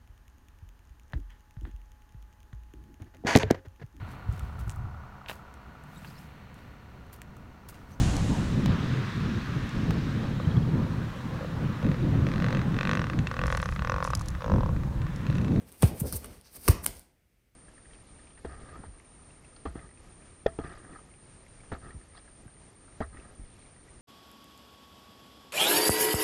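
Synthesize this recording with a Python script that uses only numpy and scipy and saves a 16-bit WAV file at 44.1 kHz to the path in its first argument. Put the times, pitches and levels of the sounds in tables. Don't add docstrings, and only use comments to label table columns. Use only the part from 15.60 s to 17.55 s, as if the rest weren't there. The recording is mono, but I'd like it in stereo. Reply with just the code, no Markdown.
import sys
import numpy as np
from scipy import signal
from scipy.fft import rfft, irfft, next_fast_len
from scipy.io import wavfile
from scipy.ndimage import uniform_filter1d, map_coordinates

SR = 44100
rng = np.random.default_rng(int(sys.argv[2]) if len(sys.argv) > 2 else 0)


def waveform_to_disk(signal):
    frames = np.transpose(np.atleast_2d(signal))
    scaled = np.clip(frames, -1, 1) * 32767
    samples = np.round(scaled).astype(np.int16)
    wavfile.write(sys.argv[1], SR, samples)


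N = 85995


def undb(db):
    return 10 ** (np.asarray(db) / 20)

def along(points, hz):
    freqs, values = np.array(points, float).T
    return np.interp(np.log(np.maximum(hz, 1)), np.log(freqs), values)

def colour(x, spectrum, unit=True):
    size = next_fast_len(2 * N)
    gain = undb(along(spectrum, np.arange(size // 2 + 1) * SR / size))
    if unit:
        gain = gain / np.sqrt(np.mean(gain ** 2))
    cepstrum = irfft(np.log(gain), size)
    cepstrum[1:size // 2] *= 2
    cepstrum[size // 2 + 1:] = 0
    return irfft(rfft(x, size) * np.exp(rfft(cepstrum)), size)[..., :N]

def above(x, hz, order=2):
    return signal.sosfiltfilt(signal.butter(order, hz, "high", fs=SR, output="sos"), x)

def since(start):
    return np.maximum(np.arange(N) / SR - start, 0)

def strike(start, attack, decay):
    env = (1 - np.exp(-since(start) / attack)) * np.exp(-since(start) / decay)
    return env / env.max()

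def swell(peak, rise, fall):
    t = np.arange(N) / SR - peak
    return np.exp(.35 - np.hypot(.6, np.where(t < 0, t / rise, t / fall)))

IMPACT_SPREAD, RUSTLE_SPREAD = .45, 0.81
def ports(draw, spread):
    return (draw() + spread * draw() * np.array([[1], [-1]])) / np.hypot(1, spread)

def hiss():
    return rng.standard_normal(N)

# frequency in Hz, relative level of the background in dB.
BACKGROUND_SPECTRUM = [(25, -10), (55, -4), (110, -9), (200, -16.5), (400, -20.5), (1000, -33), (2200, -27),
                       (4000, -37), (9000, -36.5), (16000, -43)]
def background(level_db=-67.5):
    return undb(level_db) * colour(ports(hiss, RUSTLE_SPREAD), BACKGROUND_SPECTRUM)

# frequency in Hz, relative level of the churned air in dB.
CHURN_SPECTRUM = [(25, -17), (55, 5), (120, -5.5), (250, -5.5), (350, -10), (520, -10.5), (720, -21),
                  (1500, -29.5), (4000, -48.5), (15000, -70)]
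# peak time of a gust in seconds, level in dB, rise and fall in seconds.
GUSTS = [(.01, -49.5, 0.04, 0.076), (0.234, -24.5, 0.005, 0.02), (0.333, -34.5, 0.033, 0.018),
         (0.449, -30, .018, 0.028), (0.536, -36, 0.0058, 0.023), (0.658, -44, .03, 0.068),
         (0.981, -52.5, 0.026, 0.022), (1.087, -28, 0.0078, 0.027), (1.159, -43.5, 0.046, 0.013),
         (1.279, -39.5, 0.036, 0.021), (1.358, -54.5, .02, 0.033)]
def churned_air():
    env = sum(undb(db) * swell(peak, rise, fall) for peak, db, rise, fall in GUSTS)
    return colour(hiss(), CHURN_SPECTRUM) * env

def barbs(clicks_per_s=6000, spread_db=3.0):
    clicks = (rng.random(N) < clicks_per_s / SR) * rng.choice([-1, 1], N)
    clicks = clicks * undb(spread_db * np.minimum(rng.exponential(size=N), 5))
    return clicks / clicks.std()

# frequency in Hz, relative level in dB.
SIZZLE_SPECTRUM = [(500, -27), (3000, -29.5), (6000, -9), (9000, 5.5), (15000, -2)]
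BRUSH_SPECTRUM = [(150, -8), (500, -1.5), (1200, -3), (2500, -3.5), (5000, -16), (9000, -7), (15000, -27.5)]
RASP_SPECTRUM = [(1500, -36), (3500, -16.5), (4600, -3), (6000, -4.5), (8000, -17.5), (15000, -24)]
# peak time of a slide in seconds, level in dB, rise and fall in seconds,
# brush and rasp in dB relative to the sizzle.
SLIDES = [(0.014, -70, 0.09, 0.034, 14, -28), (0.09, -56.5, 0.018, 0.015, 0, -6.5),
          (0.144, -58, 0.025, 0.016, 1, -18), (0.228, -33.5, 0.0041, 0.013, 5, -29),
          (0.276, -41.5, 0.042, 0.018, -4, -9), (0.402, -29.5, .003, 0.0043, -28, -34.5),
          (0.408, -29, .004, 0.0035, -13, -25), (0.384, -46, 0.027, 0.034, -5.5, -10.5),
          (0.47, -41, .010, 0.039, -8.5, -6), (0.531, -37.5, .004, .018, -6.5, -4.5),
          (.567, -29.5, .012, 0.0053, -19.5, -21.5), (0.654, -54, 0.031, 0.013, 5.5, -7.5),
          (0.738, -59.5, 0.077, 0.044, 5, -3.5), (0.863, -63.5, 0.015, 0.026, 6.5, 7.5),
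          (0.968, -42, .020, 0.004, -6.5, -8.5), (1.068, -48, 0.047, 0.018, -9, -9),
          (1.112, -33.5, 0.037, 0.0084, -7.5, -9), (1.247, -32, 0.0073, .0025, -15, -20.5),
          (1.276, -37, 0.0062, .005, -7.5, -6.5), (1.365, -54, 0.015, 0.032, -7, -5.5)]
def sliding_feathers():
    powers = sum(np.outer(undb([0, brush_db, rasp_db]), undb(db) * swell(peak, rise, fall)) ** 2
                 for peak, db, rise, fall, brush_db, rasp_db in SLIDES)
    return sum(colour(np.sqrt(power) * ports(barbs, RUSTLE_SPREAD), spectrum)
               for power, spectrum in zip(powers, (SIZZLE_SPECTRUM, BRUSH_SPECTRUM, RASP_SPECTRUM)))

# frequency in Hz, relative level of a snap in dB.
SNAP_SPECTRUM = [(300, -27), (1200, -16), (3000, -3), (6000, -4.5), (9200, 10), (15000, -4)]
# start of a snap in seconds, level in dB.
QUILL_SNAPS = [(.1190, -38), (0.1243, -39.5), (.2238, -18), (0.4713, -31), (0.5258, -24), (.6448, -29),
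               (.6586, -36), (0.8121, -39), (1.0852, -10.5), (1.2449, -31.5), (1.2451, -31), (1.2600, -22),
               (1.263, -13.5), (1.2635, -13.5), (1.3686, -40.5), (1.3947, -35)]
def quill_snaps():
    env = sum(undb(db) * strike(start, attack=0.00004, decay=0.00044) for start, db in QUILL_SNAPS)
    return colour(env * ports(hiss, IMPACT_SPREAD), SNAP_SPECTRUM)

# frequency in Hz, relative level of a clap in dB.
CLAP_SPECTRUM = [(100, -19.5), (250, 5.5), (420, -4), (700, -9), (1000, 8), (1300, 3.5), (1800, 1),
                 (2400, 0.5), (3300, -12.5), (5500, -9), (9000, -6.5), (15000, -15.5)]
# start of a slap in seconds, level in dB, decay in seconds, treble and bass gains in dB.
WING_SLAPS = [(0.2232, -23, 0.0015, 0, -3.5), (0.229, -27, 0.0031, -1, 6.5),
              (.5252, -29.5, 0.0012, 10.5, -0.5), (0.6451, -35, 0.0024, -5, -10),
              (1.0793, -14.5, 0.0015, 3.5, 1), (1.083, -18.5, 0.0046, 4.5, -2),
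              (1.2394, -37.5, 0.0037, 2, -5), (1.2617, -25, 0.0013, 6.5, 3.5)]
def wing_claps(treble_hz=4890, bass_hz=830):
    crack = colour(ports(hiss, IMPACT_SPREAD), CLAP_SPECTRUM)
    treble, bass = above(crack, treble_hz), crack - above(crack, bass_hz)
    out = 0
    for start, db, decay, treble_db, bass_db in WING_SLAPS:
        shelved = crack + (undb(treble_db) - 1) * treble + (undb(bass_db) - 1) * bass
        out += undb(db) * strike(start, attack=0.00026, decay=decay) * shelved
    return out

# start of a puff in seconds, level in dB, first and last pitch in Hz,
# glide time constant and rise in seconds, exponent that sharpens the swell.
AIR_PUFFS = [(.2305, -9, 275.5, 57.8, 0.011, 0.011, 1.16), (.4150, -19.5, 225, 98, 0.0061, 0.0057, 1.8),
             (.4310, -31, 130, 68.8, 0.006, 0.014, 1.3), (0.458, -30, 190.9, 67.5, .012, 0.012, 2.8),
             (0.53, -29.5, 240, 60.16, 0.011, .023, 2.5), (1.0846, -6.5, 420, 75, 0.0045, 0.016, 8.1),
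             (1.2820, -42.5, 131.5, 58.2, 0.0072, 0.011, 0.95)]
def air_puffs(wobble_depth=0.11, wobble_hz=190):
    jitter = uniform_filter1d(hiss(), int(SR / wobble_hz))
    wobble = 1 + wobble_depth * jitter / jitter.std()
    out = 0
    for start, db, first_hz, last_hz, glide, rise, sharpness in AIR_PUFFS:
        t = since(start)
        hz = (last_hz + (first_hz - last_hz) * np.exp(-t / glide)) * wobble * (t > 0)
        env = (t / rise * np.exp(1 - t / rise)) ** sharpness
        out -= undb(db) * env * np.sin(2 * np.pi * np.cumsum(hz) / SR)
    return out

# start of a pop in seconds, level in dB, pitch in Hz.
POCKET_POPS = [(0.2307, -17, 490), (0.44, -30.5, 480), (0.4544, -29, 410.3), (1.086, -13, 371.4)]
def air_pockets():
    return sum(undb(db) * strike(start, attack=0.0014, decay=0.002)
               * np.sin(2 * np.pi * hz * since(start)) for start, db, hz in POCKET_POPS)

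# frequency of a shaft mode in Hz, relative level in dB.
SHAFT_RESONANCES = [(1300, -1.5), (1600, -4.5), (2100, -5.5), (2950, -2.5), (3450, -14.5)]
# start of a knock in seconds, level in dB.
SHAFT_KNOCKS = [(0.6429, -41), (1.0797, -20), (1.2626, -19.5)]
def shaft_knocks(decay_s=.0009):
    out = 0
    for start, db in SHAFT_KNOCKS:
        t = since(start)
        for k, (hz, mode_db) in enumerate(SHAFT_RESONANCES):
            out += (-1) ** k * undb(db + mode_db) * np.exp(-t / decay_s) * np.sin(2 * np.pi * hz * t)
    return out

# band centre in Hz, time to decay by 60 dB in seconds.
REVERB_TIMES = [(70, .5), (250, 0.74), (1000, 0.53), (4000, 0.38), (9000, 0.4054), (15000, 0.23)]
# frequency in Hz, gain of the reverberation in dB.
REVERB_GAINS = [(60, -4), (300, -12), (480, -16.5), (700, -2), (1100, -12), (4000, -4.5), (9000, -15),
                (15000, -12.5)]
def reverberation(x, gap_s=0.0013, build_s=0.0017):
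    t, hz = since(gap_s), np.arange(N // 2 + 1) * SR / N
    noise, response = rfft(rng.standard_normal((2, N))), 0
    for band_hz, t60 in REVERB_TIMES:
        weight = along([(f, f == band_hz) for f, _ in REVERB_TIMES], hz)
        env = (1 - np.exp(-t / build_s)) * np.exp(-np.log(1000) * t / t60)
        response += irfft(noise * weight, N) * env / np.linalg.norm(env)
    return signal.fftconvolve(x, colour(response, REVERB_GAINS, unit=False), axes=1)[:, :N]

# frequency of a room mode in Hz, time to decay by 60 dB in seconds, relative gain in dB.
STANDING_WAVES = [(77.14, 0.31, -29), (242.9, 1, -19.5), (514, 0.61, -14)]
def standing_waves(x):
    t, response = since(0), 0
    for hz, t60, db in STANDING_WAVES:
        damping = np.log(1000) / t60
        gain = undb(db) * 2 * np.pi * damping / SR
        response += gain * np.exp(-damping * t) * np.sin(2 * np.pi * hz * t)
    return signal.fftconvolve(x.mean(axis=0), response)[:N]

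def scene(left_lag_s=.000217, puff_reverb_db=-11.5):
    wings = wing_claps() + air_pockets() + quill_snaps() + sliding_feathers() + churned_air()
    shafts, puffs, floor = shaft_knocks(), air_puffs(), background()
    left = map_coordinates(wings[0], [np.arange(N) - left_lag_s * SR], order=3)
    echo = reverberation(wings + shafts + undb(puff_reverb_db) * puffs)
    boom = standing_waves(wings + puffs)
    return np.array([left, wings[1]]) + shafts + puffs + echo + boom + floor

# frequency in Hz, gain of the microphone in dB.
MIC_RESPONSE = [(20, -7), (35, 7.5), (55, 0.5), (6400, 0), (7200, -4.5), (8200, 1), (9300, 1), (10800, 1),
                (11700, -12), (12600, 6), (15000, 5.5), (16200, -14.5)]
def record(dry, mono_below_hz=480, rumble_hz=34.7, top_hz=16300):
    mid = (dry[0] + dry[1]) / 2
    side = above((dry[0] - dry[1]) / 2, mono_below_hz, order=3)
    stereo = above(np.array([mid + side, mid - side]), rumble_hz)
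    coloured = colour(stereo, MIC_RESPONSE, unit=False)
    return signal.sosfilt(signal.ellip(8, .2, 80, top_hz, fs=SR, output="sos"), coloured)


dry = scene()
out = record(dry)
waveform_to_disk(out)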